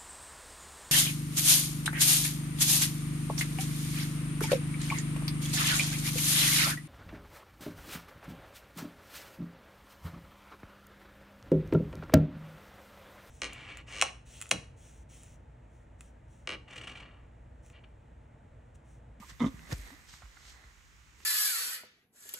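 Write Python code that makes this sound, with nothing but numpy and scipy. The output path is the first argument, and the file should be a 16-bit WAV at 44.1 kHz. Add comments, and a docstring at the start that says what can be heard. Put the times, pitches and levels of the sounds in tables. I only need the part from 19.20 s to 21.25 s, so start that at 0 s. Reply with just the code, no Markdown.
"""A horse bucks close by in a sandy paddock, over a quiet outdoor hiss and rumble.
A faint nasal squeak and a swish of the tail come first. One short rattling grunt follows:
pulse trains excite the resonances of throat and nose. Then the hooves thump down and the horse
snorts, a burst of noise modulated by its flapping nostrils. Sand sprays and settles,
and soft steps, scuffs and ticks of grit end the scene."""
import sys
import numpy as np
from scipy import signal
from scipy.fft import rfft, irfft
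from scipy.io import wavfile
from scipy.ndimage import uniform_filter1d

SR = 44100
rng = np.random.default_rng(int(sys.argv[2]) if len(sys.argv) > 2 else 0)


def unload_wav(signal):
    """Save mono or channel-first audio to the path in sys.argv[1] as 16-bit WAV at rate SR, clipped to [-1, 1]."""
    wavfile.write(
        sys.argv[1],
        SR,
        np.round(np.clip(np.atleast_2d(signal).T, -1, 1) * 32767).astype(np.int16),
    )


N = 90404
TIME = np.arange(N) / SR
FREQS = np.maximum(np.fft.rfftfreq(N, 1 / SR), 1)
LOW_CUT_HZ, HIGH_CUT_HZ = 46, 15650


def from_db(db):
    """Amplitude ratio of a level in decibels."""
    return 10 ** (np.asarray(db) / 20)


def unit_rms(x):
    """Normalisation to unit power."""
    return x / np.sqrt(np.mean(x ** 2) + 1e-20)


def over_time(rows):
    """Linear interpolation in time, one curve per column after the first."""
    times, *columns = np.transpose(rows)
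    return [np.interp(TIME, times, column) for column in columns]


def over_hz(points):
    """Interpolation on a log-frequency axis."""
    hz, value = np.transpose(points)
    return np.interp(np.log(FREQS), np.log(hz), value)


def pan(balance_db):
    """Stereo placement by level difference, left minus right."""
    return from_db(np.array([[.5], [-.5]]) * balance_db)


def filtered(x, hz, kind, order=2):
    """Causal Butterworth filtering."""
    sos = signal.butter(order, np.minimum(hz, SR / 2 - 100), kind, fs=SR, output="sos")
    return signal.sosfilt(sos, x + 1e-18)


def impulse(start_s):
    """A unit impulse."""
    return 1. * (np.arange(N) == int(start_s * SR))


def ring(drive, hz, t60):
    """Damped resonator: a unit impulse starts a decaying unit sine, whose pitch may move."""
    turn = np.exp(2j * np.pi * np.cumsum(hz * np.ones(N)) / SR)
    decay = np.exp(-np.log(1000) / (t60 * SR))
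    return np.imag(turn * signal.lfilter([1], [1, -decay], drive / turn + 1e-18))


def swell(peak_s, level_db, rise_s, fall_s):
    """Exponential growth to a peak, then exponential decay."""
    return from_db(level_db) * np.exp(np.minimum((TIME - peak_s) / rise_s, (peak_s - TIME) / fall_s))


def waver(samples):
    """Slow random modulation: a moving average of white noise."""
    return unit_rms(uniform_filter1d(rng.standard_normal(N), size=samples))


def sand_grains(signs, per_s=5000, spread_db=3, bands=16):
    """Shot noise: random impacts, each sounding in one of several frequency bands."""
    sizes = from_db(spread_db * np.minimum(rng.exponential(1, (2, N)), 5)) * signs
    impacts = sizes * (rng.random((2, N)) < per_s / SR)
    edges_hz = np.linspace(LOW_CUT_HZ, HIGH_CUT_HZ, bands + 1)
    band = rng.integers(0, bands, N)
    return unit_rms(sum(filtered(impacts * (band == k), edges_hz[k:k + 2], "band", order=1)
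                        for k in range(bands)))


# Left minus right level of nearby sounds: frequency_hz, balance_db
NEAR_BALANCE = [(700, 0.5), (1300, -12), (2400, -5), (4400, -2), (8000, 0.5), (15000, 3)]
# Likeness of the two channels: frequency_hz, correlation
COHERENCE = [(300, 0.72), (1200, 0.12), (4500, 0.21), (8500, 1), (14000, 0.98)]
def noise(spectrum, balance=NEAR_BALANCE, grain_share=0):
    """Partially coherent stereo noise of unit power, smooth or partly granular."""
    source = rng.standard_normal((2, N))
    if grain_share:
        grains = sand_grains(np.sign(source))
        source = np.sqrt(grain_share) * grains + np.sqrt(1 - grain_share) * rng.standard_normal((2, N))
    mid, side = rfft(source)
    coherence = over_hz(COHERENCE)
    stereo = np.sqrt(1 + coherence) * mid + np.sqrt(1 - coherence) * side * [[1], [-1]]
    return unit_rms(irfft(stereo * from_db(over_hz(spectrum)) * pan(over_hz(balance)), N))


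# Spectra of the hiss and the rumble: frequency_hz, gain_db
HISS_SPECTRUM = [(250, -2.5), (700, -9.5), (1000, -0.5), (2050, 1.5), (2700, -2.5), (4500, -9.5),
                 (6800, -5.5), (8200, -12.5), (10000, -24.5), (15500, -35)]
RUMBLE_SPECTRUM = [(45, 5.5), (60, 11), (85, -5), (130, -4.5), (400, -38)]
# Rumble envelope: time_s, level_db
RUMBLE_ENVELOPE = [(0, -51), (.4, -52), (.8, -57.5), (2.05, -58.5)]
# Left minus right level of the background: frequency_hz, balance_db
FAR_BALANCE = [(1500, -2.5), (8000, -4.5), (15000, -3)]
def outdoors(hiss_db=-62):
    """Ambient noise: a stationary far hiss and a low rumble that eases off."""
    rumble_db, = over_time(RUMBLE_ENVELOPE)
    hiss = noise(HISS_SPECTRUM, FAR_BALANCE) * from_db(hiss_db)
    return hiss + noise(RUMBLE_SPECTRUM, FAR_BALANCE) * from_db(rumble_db)


def echoes(x, level_db=-25, t60_s=1):
    """Diffuse scattering from the ground and the paddock's edges adds a faint, dull tail."""
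    tail = filtered(rng.standard_normal((2, N)), 3500, "low") * np.exp(-np.log(1000) * TIME / t60_s)
    tail /= np.sqrt(np.sum(tail ** 2, axis=1, keepdims=True))
    return from_db(level_db) * signal.fftconvolve(filtered(x, 303, "high"), tail, axes=1)[:, :N]


# Faint low tones: start_s, length_s, start_hz, end_hz, level_db
CREAK_TONES = [(-.012, .034, 215, 200, -45), (.708, .046, 250, 305, -51), (.36, .11, 160, 165, -55)]
def creaks():
    """Random frequency modulation roughens short gliding tones."""
    out = 0
    for start_s, length_s, start_hz, end_hz, level_db in CREAK_TONES:
        progress = np.clip((TIME - start_s) / length_s, 0, 1)
        hz = (start_hz + (end_hz - start_hz) * progress) * (1 + .074 * waver(200))
        tone = np.sin(2 * np.pi * np.cumsum(hz) / SR)
        balance_db = np.interp(start_hz, *np.transpose(NEAR_BALANCE))
        out = out + pan(balance_db) * from_db(level_db) * np.sin(np.pi * progress) * tone
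    return out


# Spray envelope: time_s, level_db
SAND_ENVELOPE = [(0, -59), (.1, -57), (.15, -67.5), (.3, -64), (.47, -60), (.55, -52), (.62, -54.5),
                 (.72, -57), (.77, -62), (1.1, -70.5), (1.45, -72), (1.945, -82), (1.995, -61.5)]
# Spray spectrum: frequency_hz, gain_db
SAND_SPECTRUM = [(300, 8), (1200, -11.5), (2000, 7), (2900, -0.5), (4000, -1), (8300, -1.5), (10000, -12),
                 (12000, -5.5), (15500, -19)]
def thrown_sand():
    """Superposition of many tiny impacts makes a grainy hiss."""
    level_db, = over_time(SAND_ENVELOPE)
    return noise(SAND_SPECTRUM, grain_share=.65) * from_db(level_db)


# Hoof drags: peak_s, level_db, rise_s, fall_s
DRAGS = [(0.1, -51.5, 0.0059, 0.028), (.49, -55.5, 0.12, 0.033), (0.666, -52, 0.037, 0.094),
         (1.44, -59, 0.34, 0.095)]
# Drag spectrum: frequency_hz, gain_db
DRAG_SPECTRUM = [(300, -11), (800, -4), (1200, -6.5), (1550, -7.5), (2000, 1.5), (2600, -29.5), (4000, -9),
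                 (9000, -68)]
def scuffs():
    """Sliding friction of hooves on sand gives swells of granular noise."""
    return noise(DRAG_SPECTRUM, grain_share=.65) * sum(swell(*row) for row in DRAGS)


# Sweeps of tail and sand: peak_s, level_db, rise_s, fall_s
SWEEPS = [(0.098, -49, 0.0077, .019), (0.895, -52.5, 0.014, 0.016), (0.936, -53, 0.019, 0.059),
          (1.299, -53, 0.099, .045), (2.034, -59, 0.011, 0.017)]
# Sweep spectrum: frequency_hz, gain_db
SWEEP_SPECTRUM = [(450, -8.5), (1000, -2), (2600, 0.5), (4000, 3.5), (6800, 2), (8500, -3.5), (10000, -19),
                  (12000, -10), (15500, -41)]
def swishes():
    """Broadband friction noise swells and fades as tail and sand sweep by."""
    return noise(SWEEP_SPECTRUM) * sum(swell(*row) for row in SWEEPS)


# Struck grit and small stones: start_s, level_db, pitch_hz, grit_t60_s
STONE_HITS = [(.393, -37, 2680, 0.014), (.514, -35.5, 1844, 0.055), (0.526, -27.5, 5100, .0036),
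              (0.5836, -40, 10100, 0.0068), (.938, -36.5, 1720, 0.013), (1.02, -39.5, 1383, 0.071),
              (1.055, -39.5, 1900, 0.018), (1.1687, -41, 1660, 0.041), (2.003, -44.5, 2000, .025)]
def stone_ticks():
    """Impact excitation: a stone rings briefly inside a decaying crunch of grit."""
    out = 0
    for start_s, level_db, hz, t60 in STONE_HITS:
        stone = ring(impulse(start_s), hz, t60 / 2)
        decay = (TIME >= start_s) * np.exp(-np.log(1000) * np.abs(TIME - start_s) / t60)
        grit = unit_rms(filtered(rng.standard_normal(N), [hz / 2, hz * 1.15], "band"))
        out = out + from_db(level_db) * filtered(.5 * stone + .35 * grit * decay, hz / 2, "high")
    return out * pan(balance_db=-7)


# Hooves and weight landing on sand: start_s, level_db, cutoff_hz
FOOTFALLS = [(.118, -42, 134), (0.342, -33, 178), (0.5221, -28, 270), (0.5274, -19, 126),
             (0.583, -30, 55.5), (0.934, -45.5, 150.6), (1.032, -33.5, 50.5), (1.249, -42.5, 53),
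             (1.445, -39, 51.7)]
def hoof_thuds():
    """A soft impact is a low-passed impulse: the softer the contact, the lower the cutoff."""
    out = 0
    for start_s, level_db, cutoff_hz in FOOTFALLS:
        push = filtered(impulse(start_s), cutoff_hz, "low", order=3)
        out = out - from_db(level_db) * push / push.max()
    return out


def resonances(drive, modes):
    """Modal superposition: each mode is panned, and high-passed to keep the valley below it dark."""
    return sum(filtered(ring(drive, hz, t60), hz / 2, "high", order=1) * from_db(db) * pan(balance_db)
               for hz, db, t60, balance_db in modes)


GRUNT_START_S, GRUNT_END_S = .2033, .294
# Nasal resonances: pitch_hz, gain_db, t60_s, balance_db
NOSE_MODES = [(1038, -33, 0.039, -8.5), (1176, -34, 0.046, -6), (2078, -40.5, 0.041, -13),
              (3080, -48, 0.019, -3)]
def nose(drive, sag_per_s=.18, edge_ratio=1.21):
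    """Band-limited formants sink in pitch as the push of air fades."""
    sag = 1 - sag_per_s * (np.clip(TIME, GRUNT_START_S, GRUNT_END_S) - GRUNT_START_S)
    out = 0
    for hz, gain_db, t60, balance_db in NOSE_MODES:
        formant = filtered(ring(drive, hz * sag, t60), [hz / edge_ratio, hz * edge_ratio], "band")
        out = out + formant * from_db(gain_db) * pan(balance_db)
    return out


def squeak():
    """Noise excitation: a small push of air sounds the two lowest nasal modes."""
    tone = unit_rms(resonances(rng.standard_normal(N), NOSE_MODES[:2]))
    return tone * swell(peak_s=.031, level_db=-47, rise_s=.0093, fall_s=.013)


# Whistles as the grunt opens and closes: peak_s, level_db, rise_s, fall_s
WHISTLE_SWELLS = [(0.206, -44, 0.0047, 0.0079), (0.271, -46.5, 0.0052, 0.0084)]
def whistles():
    """A narrow nostril resonance filters breath noise into a pitch."""
    tone = unit_rms(ring(rng.standard_normal(N), hz=3600, t60=.016))
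    return tone * sum(swell(*row) for row in WHISTLE_SWELLS)


# Spectrum of the expelled air: frequency_hz, gain_db
SNORT_SPECTRUM = [(200, 4.5), (600, 0.5), (1250, -5.5), (2000, -3), (2700, -8.5), (6700, -10),
                  (9500, -21.5), (12000, -20.5), (15500, -28)]
def snort(peak_s=.5285, flap_hz=171, flap_depth=.39):
    """Amplitude modulation: flapping nostrils chop a sharp puff of air."""
    flap = 1 + flap_depth * np.cos(2 * np.pi * flap_hz * (TIME - peak_s))
    return noise(SNORT_SPECTRUM) * flap * swell(peak_s, level_db=-34.5, rise_s=.016, fall_s=.0089)


def pulses(hz, jitter=.0028):
    """Quasi-periodic excitation: one impulse per slightly uneven cycle while the grunt lasts."""
    sounding = (TIME >= GRUNT_START_S) & (TIME < GRUNT_END_S)
    cycles = np.cumsum(sounding * hz * (1 + jitter * waver(256))) / SR
    return np.diff(np.ceil(cycles), prepend=0)


# Slow throat beats, faster flutter and breath: time_s, flutter_hz, beat_db, flutter_db, breath_db
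THROAT_DRIVE = [(.197, 232, -16, -11.5, -37), (.211, 241, -21, -5, -50.5), (.216, 245.7, -12, 0.5, -44),
                (.226, 225.1, 4, -6, -39.5), (.240, 156.4, 3, -0.5, -48), (.262, 262, -2, -11.5, -40),
                (.277, 275, -8, -37.5, -46), (.294, 248, -34, -18.5, -52)]
# Sharp closures that rattle through the nose: time_s, rate_hz, level_db
NOSE_DRIVE = [(.212, 181.1, 1), (.222, 142.4, 3), (.231, 133.1, -9.5), (.243, 133, 2), (.253, 94.7, -5.5),
              (.262, 129.8, -9), (.292, 152, -36)]
# Throat resonances: pitch_hz, gain_db, t60_s, balance_db
THROAT_MODES = [(173, -31.5, 0.06, 2.5), (238.8, -23, 0.064, 0), (268.4, -31.5, 0.11, -2.5),
                (500, -47, 0.027, -15), (640, -74, 0.03, 0)]
def grunt(beat_hz=53.16, throat_lag_s=.00185, puff_s=.003, shut_s=.0067):
    """Source and filter: beats and flutter ring the throat, sharp closures ring the nose."""
    flutter_hz, beat_db, flutter_db, breath_db = over_time(THROAT_DRIVE)
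    rattle_hz, rattle_db = over_time(NOSE_DRIVE)
    drive = pulses(beat_hz) * from_db(beat_db) + pulses(flutter_hz) * from_db(flutter_db)
    delayed_drive = np.interp(TIME - throat_lag_s, TIME, drive)
    closures = pulses(rattle_hz)
    voice = resonances(delayed_drive, THROAT_MODES) + nose(closures * from_db(rattle_db))
    # Air leaks just before the voice, then puffs at each closure
    puffs = .5 + .8 * signal.lfilter([1], [1, -np.exp(-1 / (puff_s * SR))], closures)
    breath = breath_noise() * puffs * from_db(breath_db) * (TIME > THROAT_DRIVE[0][0])
    damping = np.exp(-np.maximum(TIME - GRUNT_END_S, 0) / shut_s)  # the throat shuts
    return damping * (voice + breath)


# Spectrum of the grunt's breath: frequency_hz, gain_db
BREATH_SPECTRUM = [(200, 2.5), (780, -10), (1100, 3.5), (1500, -8.5), (2080, -7), (2700, -16), (3500, -4),
                   (4300, -21), (6000, -12), (15000, -41)]
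def breath_noise():
    """Turbulent airflow gives noise with broad formant peaks."""
    return noise(BREATH_SPECTRUM)


def scene():
    """Superposition of horse, ground and background; voice, creaks and ticks also echo."""
    echoing = grunt() + whistles() + squeak() + creaks() + snort() + stone_ticks()
    return echoing + echoes(echoing) + hoof_thuds() + swishes() + scuffs() + thrown_sand() + outdoors()


def record(dry):
    """Band limiting: a steep low cut that rings after each thud, and a cut at the top."""
    low_cut = signal.cheby1(6, 1, LOW_CUT_HZ, "high", fs=SR, output="sos")
    high_cut = signal.ellip(12, .1, 80, HIGH_CUT_HZ, fs=SR, output="sos")
    return signal.sosfilt(high_cut, signal.sosfilt(low_cut, dry))


dry = scene()
out = record(dry)
unload_wav(out)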